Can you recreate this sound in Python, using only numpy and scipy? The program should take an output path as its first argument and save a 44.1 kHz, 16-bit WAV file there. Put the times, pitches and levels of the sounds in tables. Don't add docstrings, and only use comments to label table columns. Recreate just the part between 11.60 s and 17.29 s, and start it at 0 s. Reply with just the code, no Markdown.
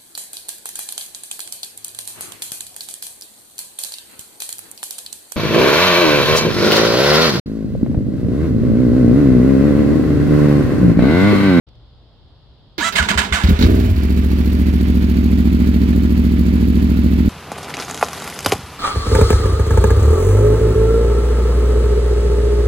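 import sys
import numpy as np
from scipy import signal
from scipy.fft import rfft, irfft, next_fast_len
from scipy.io import wavfile
from scipy.ndimage import uniform_filter1d

SR = 44100
rng = np.random.default_rng(int(sys.argv[2]) if len(sys.argv) > 2 else 0)


def persist_wave(psi):
    counts = np.round(np.clip(psi, -1, 1) * 32767).astype(np.int16)
    wavfile.write(sys.argv[1], SR, np.atleast_2d(counts).T)


N = 250929
TIME = np.arange(N) / SR

# start in seconds, level in dB.
TOUCHES = [(0.085, -54), (0.151, -60)]
# start in seconds, clack in dB, decay in seconds, hiss in dB.
CLACKS_AND_HISS = [(1.181, -24, 0.042, -43), (1.324, -27.5, 0.03, -41), (1.437, -31, 0.033, -54),
                   (1.644, -30, 0.023, -54), (1.836, -23.5, 0.013, -36), (1.873, -28, 0.013, -56),
                   (1.89, -31, 0.019, -31), (1.99, -28.5, 0.032, -38), (2.011, -29.5, 0.017, -42),
                   (2.024, -21.5, 0.011, -48), (2.04, -29, 0.01, -47)]
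# start in seconds, level in dB, attack and hold in seconds,
# fade in dB per second, slowing time in seconds.
COMPRESSIONS = [(1.353, -15, 0.0086, 0.043, 300, 0.12), (1.486, -18.5, 0.0018, 0.029, 400, .064),
                (1.574, -18, 0.0025, 0.028, 255, .072), (1.723, -18.5, 0.0025, 0.032, 187, 0.092)]
# start in seconds, boom in dB, bark in dB.
PUFFS = [(1.396, -1.5, -15), (1.503, -22, -12), (1.552, -2.5, -15), (1.582, -10, -12), (1.715, 0, -22),
         (1.837, 9.5, -3), (1.886, 8.5, 0.5), (1.909, 9.5, 1), (1.990, 3, -4.5), (2.011, 7.5, 0),
         (2.035, 10, 3)]
# time in seconds, speed in rpm.
CRANK_SPEED = [(2.037, 2587), (2.2, 2572), (2.3, 2200), (2.35, 1698), (3.0, 1698), (3.5, 1667),
               (5.69, 1661)]
# crank angle in degrees, then strength, valve hiss, intake gulp
# and extra bark in the flare, all in dB.
CYLINDERS = [(20.84, -2.3, -7, 3.5, 2), (210.8, -1.3, -3, 6.5, 3), (318, 1.2, 2, -5, -9),
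             (492.4, 2.3, -1.5, 4, -1)]

# frequency in Hz, width in Hz, gain in dB.
CASE_MODES = [(960, 33, 17), (1103, 46, 8), (1487, 65, 20), (1678, 60, 18.5), (2100, 133, 9.5),
              (3080, 80, 3), (3780, 63, 12), (5990, 33, 2.5), (6470, 82, 13), (7140, 92, 12.5),
              (8200, 74, 7)]
AIRBOX_MODES = [(93.5, 6.6, 4.5), (630, 26, -9)]
# frequency in Hz, width in Hz,
# gain in dB, polarity.
BOOM_MODES = [(42.4, 9.8, -11.5, 1), (70.33, 28.3, 4, -1), (78.37, 17.9, 3.5, 1), (93.6, 52, -12, 1)]
BARK_MODES = [(193.7, 13.2, -11.5, 1), (236.6, 31.7, -1, 1), (295.2, 43, -10.5, 1)]
CRACK_MODES = [(331, 66, -13, 1), (380.7, 38, -8.5, 1), (491, 32, -10, 1), (640, 13, -7, 1)]

# frequency in Hz, relative density in dB.
RUMBLE_SPECTRUM = [(20, -30), (54, -1.5), (91, -9.5), (123, -10), (186, -19.5), (846, -29), (2200, -45),
                   (4840, -110)]
AIR_HISS_SPECTRUM = [(2300, -24), (3250, -6.5), (3800, -9), (5000, -12.5), (5800, -32), (8000, -39),
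                     (15500, -47)]
CHUG_SPECTRUM = [(55, -8.5), (92, -7.5), (135, -19.5), (205, -2.5), (300, -19), (410, -11.5), (1500, -54)]
CLACK_SPECTRUM = [(250, 6), (1500, 1), (4500, 8), (6800, -7.5), (9000, -19.5)]
GEAR_SPECTRUM = [(260, -24), (450, -34), (660, -5), (780, -8.5), (1260, -7), (1680, -10.5), (3090, -9),
                 (5710, -19), (8290, -17.5), (9920, -25.5), (16000, -34)]
CLATTER_SPECTRUM = [(350, -2.5), (600, -0.5), (1050, -5), (2370, -3.5), (4520, -13), (5480, -17),
                    (8050, -26.5), (8990, -23), (10000, -31), (12500, -26.5), (15100, -31), (16000, -29)]
VALVE_SPECTRUM = [(900, 21), (2000, -14), (4500, 8), (5600, -5), (7300, 0), (8200, -8), (9000, 1),
                  (10000, -8), (11800, 1.5), (15800, -0.5)]
RASP_SPECTRUM = [(120, 2.5), (250, 12), (380, 2.5), (560, -14), (1100, -63)]
# frequency in Hz, left minus right in dB.
BALANCE = [(60, 0), (200, -19), (400, -13), (700, -1.5), (1300, -9), (2400, -8), (8000, -6), (14000, -10.5)]

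CLATTER_LEVELS_DB = (-39, 2.5, -1, -0.27)
BOOM_LEVELS_DB = (-1.8, -2, 1, -0.2)
BARK_LEVELS_DB = (-5.5, 0, -7, 5)
CRACK_LEVELS_DB = (-5, 8, -11, -6)
RASP_LEVELS_DB = (-23, -1, -6, 0)

STARTER_ON_S, COAST_FROM_S, STARTER_OFF_S = 1.18, 1.286, 2.02
FIRST_LOAD_S, RUNNING_FROM_S, IDLE_FROM_S = COMPRESSIONS[0][0], CRANK_SPEED[0][0], 2.345
WALK_FROM_S, WALK_S = 2.5, 1.24
EXHAUST_LAG_S = 0.00045


def from_db(db):
    return 10 ** (np.asarray(db) / 20)


def unit_rms(x):
    return x / np.sqrt(np.mean(np.atleast_2d(x).mean(0) ** 2) + 1e-20)


def since(start_s):
    return np.maximum(TIME - start_s, 0)


def ramp(start_s, length_s):
    return np.minimum(since(start_s) / length_s, 1)


def drift(rate_hz):
    knots = rng.standard_normal(int(N / SR * rate_hz) + 2)
    return unit_rms(np.interp(TIME * rate_hz, np.arange(len(knots)), knots))


def butterworth(x, hz, kind="low", order=2):
    return signal.sosfilt(signal.butter(order, hz, kind, fs=SR, output="sos"), x + 1e-18)


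def resonate(x, hz, width_hz):
    radius = np.exp(-np.pi * width_hz / SR)
    poles = [1, -2 * radius * np.cos(2 * np.pi * hz / SR), radius ** 2]
    return signal.lfilter(np.array([1, 0, -1]) * (1 - radius ** 2) / 2, poles, x + 1e-18)


def clicks(times_s, db):
    return np.bincount(np.clip(np.round(times_s * SR).astype(int), 0, N), from_db(db), N + 1)[:N]


def decay(x, decay_s):
    return signal.lfilter([1], [1, -np.exp(-1 / (decay_s * SR))], x + 1e-18)


def bursts(times_s, db, decay_s):
    return decay(clicks(times_s, db), decay_s)


def pulses(times_s, db, edge_hz):
    return butterworth(butterworth(clicks(times_s, db), edge_hz), edge_hz)


def from_right(x, lag_s, pan_db):
    left = np.interp(TIME - lag_s / 2, TIME, x) * from_db(-pan_db / 2)
    right = np.interp(TIME + lag_s / 2, TIME, x) * from_db(pan_db / 2)
    return np.array([left, right])


def db_at(spectrum, hz):
    knots_hz, db = np.transpose(spectrum)
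    return np.interp(np.log(hz + 1e-3), np.log(knots_hz), db)


def colour(x, spectrum, sided=True):
    size = next_fast_len(N)
    hz = np.arange(size // 2 + 1) * SR / size
    low_cut = np.minimum(hz / spectrum[0][0], 1) ** 2
    gain = from_db(db_at(spectrum, hz) + sided * db_at(BALANCE, hz) * np.array([[.5], [-.5]]))
    return unit_rms(irfft(rfft(x, size) * gain * low_cut, size)[:, :N])


def bike_white(direct_db=-2, handlebar_lag_s=.00039, side_lag_s=.00028):
    lag_s = handlebar_lag_s + (side_lag_s - handlebar_lag_s) * ramp(WALK_FROM_S, WALK_S)
    direct = rng.standard_normal(N)
    late = direct[np.arange(N) - np.round(lag_s * SR).astype(int)]
    return rng.standard_normal((2, N)) + from_db(direct_db) * np.array([late, direct])


def noise(spectrum, sided=True):
    return colour(bike_white() if sided else rng.standard_normal((2, N)), spectrum, sided)


def outdoors(rumble_db=-48, hiss_db=-64, hum_hz=118):
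    air = noise(RUMBLE_SPECTRUM, sided=False)
    rumble = from_db(rumble_db) * unit_rms(air.mean(0) + .56 * air)
    hum_db = np.interp(TIME, [.4, .48], [-50, -60]) + drift(9.9)
    hum = from_db(hum_db) * np.sin(2 * np.pi * hum_hz * TIME)
    hiss = from_db(hiss_db) * noise(AIR_HISS_SPECTRUM, sided=False)
    return (rumble + hiss + hum) * ramp(.067, .004)


def reflections(x, t60_s=.09, wet_db=-11):
    age_s = TIME[:SR // 4]
    tail = rng.standard_normal((2, len(age_s))) * from_db(-60 * age_s / t60_s) * (age_s > .002)
    tail /= np.sqrt(np.sum(tail ** 2, axis=1, keepdims=True))
    return x + from_db(wet_db) * signal.fftconvolve(x, tail, axes=1)[:, :N]


def handling():
    times_s, db = np.transpose(TOUCHES)
    return butterworth(bursts(times_s, db, decay_s=.005), 130) * noise(CLACK_SPECTRUM, sided=False)


def cranking_gain(run_down_db_per_s=44):
    return ramp(COAST_FROM_S, FIRST_LOAD_S - COAST_FROM_S) * from_db(-run_down_db_per_s * since(STARTER_OFF_S))


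def chug(cranking_db=-30, swell_db=-18):
    puff_s, _, bark_db = np.transpose(PUFFS)
    swell = butterworth(bursts(puff_s, bark_db + swell_db, decay_s=.013), 37)
    powered = (TIME > STARTER_ON_S) & (TIME < STARTER_OFF_S)
    cranking = from_db(cranking_db) * np.maximum(cranking_gain(), .5 * powered)
    air = noise(CHUG_SPECTRUM, sided=False).mean(0)
    return from_right((cranking + swell) * air, EXHAUST_LAG_S, pan_db=1)


def crankcase(x, ring_db):
    return x + sum(from_db(ring_db + db) * resonate(x, hz, width_hz) for hz, width_hz, db in CASE_MODES)


def clacks_and_hiss(thud_db=-19, thud_hz=360, thud_s=.026):
    clack_gain = sum(bursts(np.array([s]), [db], decay_s) for s, db, decay_s, _ in CLACKS_AND_HISS)
    hiss_gain = sum(bursts(np.array([s]), [db], decay_s) for s, _, decay_s, db in CLACKS_AND_HISS)
    hiss = unit_rms(butterworth(noise(VALVE_SPECTRUM), 9000, "high"))
    metal = unit_rms(crankcase(noise(CLACK_SPECTRUM), ring_db=-7.5))
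    age_s = since(CLACKS_AND_HISS[0][0])
    envelope = from_db(thud_db) * np.exp(-age_s / thud_s) * np.minimum(age_s / .0035, 1)
    thud = envelope * np.sin(2 * np.pi * thud_hz * age_s * np.exp(-age_s / .23))
    return clack_gain * metal + hiss_gain * hiss + from_right(thud, EXHAUST_LAG_S, pan_db=4.1)


def spin_up(start_hz=378.8, free_hz=666.5, rise_s=.078, free_db=-12.5, db_per_octave=18):
    speed = np.sin(np.pi / 2 * ramp(STARTER_ON_S, rise_s)) ** 2
    mesh_hz = start_hz + (free_hz - start_hz) * speed
    coast_db = -30 * ramp(COAST_FROM_S, .048)
    db = free_db + db_per_octave * np.log2(mesh_hz / free_hz) + coast_db
    return mesh_hz, from_db(db) * ramp(STARTER_ON_S, .011) * (TIME < FIRST_LOAD_S)


def compression_load(mesh_hz, top_hz=750, floor_hz=270, slam_db=3, slam_s=.005):
    grind_gain, howl_gain, treble_gain = np.zeros((3, N))
    for start_s, db, rise_s, hold_s, fade_db_per_s, slowing_s in COMPRESSIONS:
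        age_s = since(start_s)
        mesh_hz = np.where(age_s > 0, np.maximum(top_hz * np.exp(-age_s / slowing_s), floor_hz), mesh_hz)
        attack = from_db(db) * ramp(start_s, rise_s)
        eased_db = -fade_db_per_s * since(start_s + hold_s)
        slam = from_db(slam_db) * np.exp(-age_s / slam_s)
        grind_gain += attack * (from_db(eased_db) + slam)
        howl_gain += attack * (from_db(.9 * eased_db) + slam)
        treble_gain += attack * from_db(2.5 - fade_db_per_s * since(start_s + hold_s / 2))
    return mesh_hz, grind_gain, howl_gain, treble_gain


def gear_whine(mesh_rad):
    tone = 0
    for order in range(1, 15):
        harmonic = np.cos(order * mesh_rad + rng.uniform(0, 2 * np.pi))
        tone += harmonic * (.4 if order in (1, 4) else 1) * from_db(2 * drift(150))
    return colour(crankcase(tone, ring_db=2), GEAR_SPECTRUM)


def gear_howl(mesh_rad, level_db=-9.5, flutter_db=3, falloff_db=3, slip_rad=.3):
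    tone = 0
    for order in range(3, 8):
        gain = from_db(flutter_db * drift(220) - falloff_db * (order - 3))
        tone += gain * np.cos(order * mesh_rad + slip_rad * drift(300))
    return from_right(from_db(level_db) * crankcase(tone, ring_db=-8), lag_s=.00013, pan_db=10)


def starter(turning_db=-36, tooth_depth=.077):
    free_hz, free_gain = spin_up()
    mesh_hz, grind_gain, howl_gain, treble_gain = compression_load(free_hz)
    mesh_rad = 2 * np.pi * np.cumsum(mesh_hz * (1 + .006 * drift(500))) / SR
    whine = gear_whine(mesh_rad)
    teeth = bike_white() * (1 + tooth_depth * np.cos(mesh_rad)) * from_db(2 * drift(250))
    grind = colour(crankcase(teeth, ring_db=-14), GEAR_SPECTRUM)
    spinning = free_gain * (from_db(-2) * whine + from_db(-12) * grind)
    turning = from_db(turning_db) * cranking_gain() * butterworth(grind, 4900)
    treble = treble_gain * butterworth(grind + whine, 4200, "high")
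    loaded = from_db(-6) * (grind_gain * butterworth(grind, 4600) - treble)
    return spinning + turning + loaded + howl_gain * gear_howl(mesh_rad)


def crank_rpm(hunt_rpm=45, period_s=.43, settle_s=1.0):
    age_s = since(IDLE_FROM_S)
    hunt = hunt_rpm * np.cos(2 * np.pi * age_s / period_s) * np.exp(-age_s / settle_s)
    return np.interp(TIME, *np.transpose(CRANK_SPEED)) - hunt * (age_s > 0)


def flare():
    rpm = np.interp(TIME, *np.transpose(CRANK_SPEED))
    return (rpm - rpm.min()) / np.ptp(rpm)


def engine_db(idle_db, flare_db, overrun_db, side_db, recovery_s=.021):
    slowing = decay(np.maximum(-np.gradient(flare()), 0), recovery_s)
    overrun = slowing / slowing.max()
    return idle_db + flare_db * flare() + overrun_db * overrun + side_db * ramp(WALK_FROM_S, WALK_S)


def firings(wobble_deg=6.5):
    running = TIME >= RUNNING_FROM_S
    crank_deg = np.cumsum(crank_rpm() * running) * 6 / SR
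    crank_deg += wobble_deg * drift(10) * (1 - flare()) * running
    firing_deg, *levels_db = np.tile(np.transpose(CYLINDERS), 60)
    firing_deg += 720 * (np.arange(len(firing_deg)) // len(CYLINDERS))
    reached = (firing_deg > 90) & (firing_deg < crank_deg[-1])
    times_s = np.interp(firing_deg[reached], crank_deg[running], TIME[running])
    return times_s, *(db[reached] for db in levels_db)


def valve_gear(times_s, hiss_db, ring_db=-5, spread_db=2.5):
    gain = from_db(engine_db(*CLATTER_LEVELS_DB)) * ramp(1.76, .12)
    rustle = noise(CLATTER_SPECTRUM) * from_db(-.5 + 1.4 * drift(90))
    hiss_db = hiss_db - 2 * np.interp(times_s, TIME, flare())
    sizzle = noise(VALVE_SPECTRUM)
    edges_hz = np.geomspace(3500, 18000, num=10)
    ringing = 0
    for band_hz in zip(edges_hz, edges_hz[1:]):
        struck_db = hiss_db + ring_db + spread_db * rng.standard_normal(len(times_s))
        envelope = butterworth(bursts(times_s, struck_db, decay_s=.013), 120)
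        ringing += envelope * butterworth(sizzle, band_hz, "band", order=1)
    knock_shift, knock_force, snap_shift, snap_force = rng.standard_normal((len(times_s), 4)).T
    knocks = bursts(times_s + .009 + .0013 * knock_shift, -1 + 2 * knock_force, decay_s=.0045)
    snaps = bursts(times_s + .003 + .002 * snap_shift, hiss_db + 1 + 2 * snap_force, decay_s=.0014)
    return gain * (rustle + ringing + knocks * noise(CLATTER_SPECTRUM) + snaps * sizzle)


def intake(times_s, gulp_db, drive_db=41, edge_hz=470, sag_db_per_s=25, shut_from_s=2.29):
    opening = from_db(-sag_db_per_s * since(RUNNING_FROM_S)) * (1 - ramp(shut_from_s, .15))
    gulps = opening * clicks(times_s, drive_db + gulp_db)
    rounded = butterworth(butterworth(gulps, edge_hz), edge_hz)
    airbox = sum(from_db(db) * resonate(rounded, hz, width_hz) for hz, width_hz, db in AIRBOX_MODES)
    return from_right(airbox, EXHAUST_LAG_S, pan_db=.85)


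def pipe_clock(cold_flat=.16, hot_sharp=.04, warm_from_s=1.95, warm_s=.078):
    cold = 1 - ramp(warm_from_s, warm_s)
    hot = flare() * (TIME > warm_from_s)
    return np.cumsum(1 - cold_flat * cold + hot_sharp * hot) / SR


def pipe(times_s, db, modes, clock_s, drive_db=45):
    pressure = pulses(np.interp(times_s, TIME, clock_s), db + drive_db, edge_hz=275)
    ringing = sum(polarity * from_db(mode_db) * resonate(pressure, hz, width_hz)
                  for hz, width_hz, mode_db, polarity in modes)
    return np.interp(clock_s, TIME, ringing)


def rasp(times_s, db, decay_s=.0077):
    swirl = noise(RASP_SPECTRUM, sided=False).mean(0)
    swirl /= np.sqrt(uniform_filter1d(swirl ** 2, SR // 100) + .1)
    return swirl * butterworth(bursts(times_s, db, decay_s), 58)


def exhaust(times_s, strength_db, revved_db, uneven_db=.6, crack_growth=1.8):
    puff_s, puff_boom_db, puff_bark_db = np.transpose(PUFFS)
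    blasts_s = np.r_[puff_s, times_s]
    burn_db = strength_db + uneven_db * rng.standard_normal(len(times_s))
    catching_db = -9 * (1 - ramp(RUNNING_FROM_S, .05))
    surge_db = 4 * (1 - ramp(2.1, .06))
    cylinder_db = revved_db * np.interp(times_s, TIME, flare())

    def fired_db(levels_db, offset_db):
        return np.interp(times_s, TIME, engine_db(*levels_db) + offset_db) + burn_db

    boom_db = np.r_[puff_boom_db, fired_db(BOOM_LEVELS_DB, catching_db)]
    bark_db = np.r_[puff_bark_db, fired_db(BARK_LEVELS_DB, catching_db) + cylinder_db]
    fired_crack_db = fired_db(CRACK_LEVELS_DB, catching_db + surge_db) + cylinder_db
    crack_db = np.r_[crack_growth * puff_bark_db, fired_crack_db]
    rasp_db = np.r_[puff_bark_db - 19, fired_db(RASP_LEVELS_DB, .5 * since(IDLE_FROM_S))]
    boom = pipe(blasts_s, boom_db, BOOM_MODES, TIME)
    bark = pipe(blasts_s, bark_db, BARK_MODES, pipe_clock())
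    crack = pipe(blasts_s, crack_db, CRACK_MODES, pipe_clock())
    return (from_right(boom, 1.34 * EXHAUST_LAG_S, pan_db=0)
            + from_right(bark + crack, EXHAUST_LAG_S, pan_db=1.54)
            + from_right(rasp(blasts_s, rasp_db), EXHAUST_LAG_S, pan_db=6.4))


def scene():
    times_s, strength_db, hiss_db, gulp_db, revved_db = firings()
    metal = reflections(starter() + clacks_and_hiss() + valve_gear(times_s, hiss_db))
    gas = exhaust(times_s, strength_db, revved_db) + intake(times_s, gulp_db) + chug()
    return metal + gas + handling() + outdoors()


def record(dry, fade_s=.004, cutoff_hz=15950):
    rounded = dry / (1 + dry ** 8) ** (1 / 8)
    faded = rounded * np.minimum((TIME[-1] - TIME) / fade_s, 1)
    return signal.sosfilt(signal.ellip(12, .2, 80, cutoff_hz, fs=SR, output="sos"), faded)


dry = scene()
out = record(dry)
persist_wave(out)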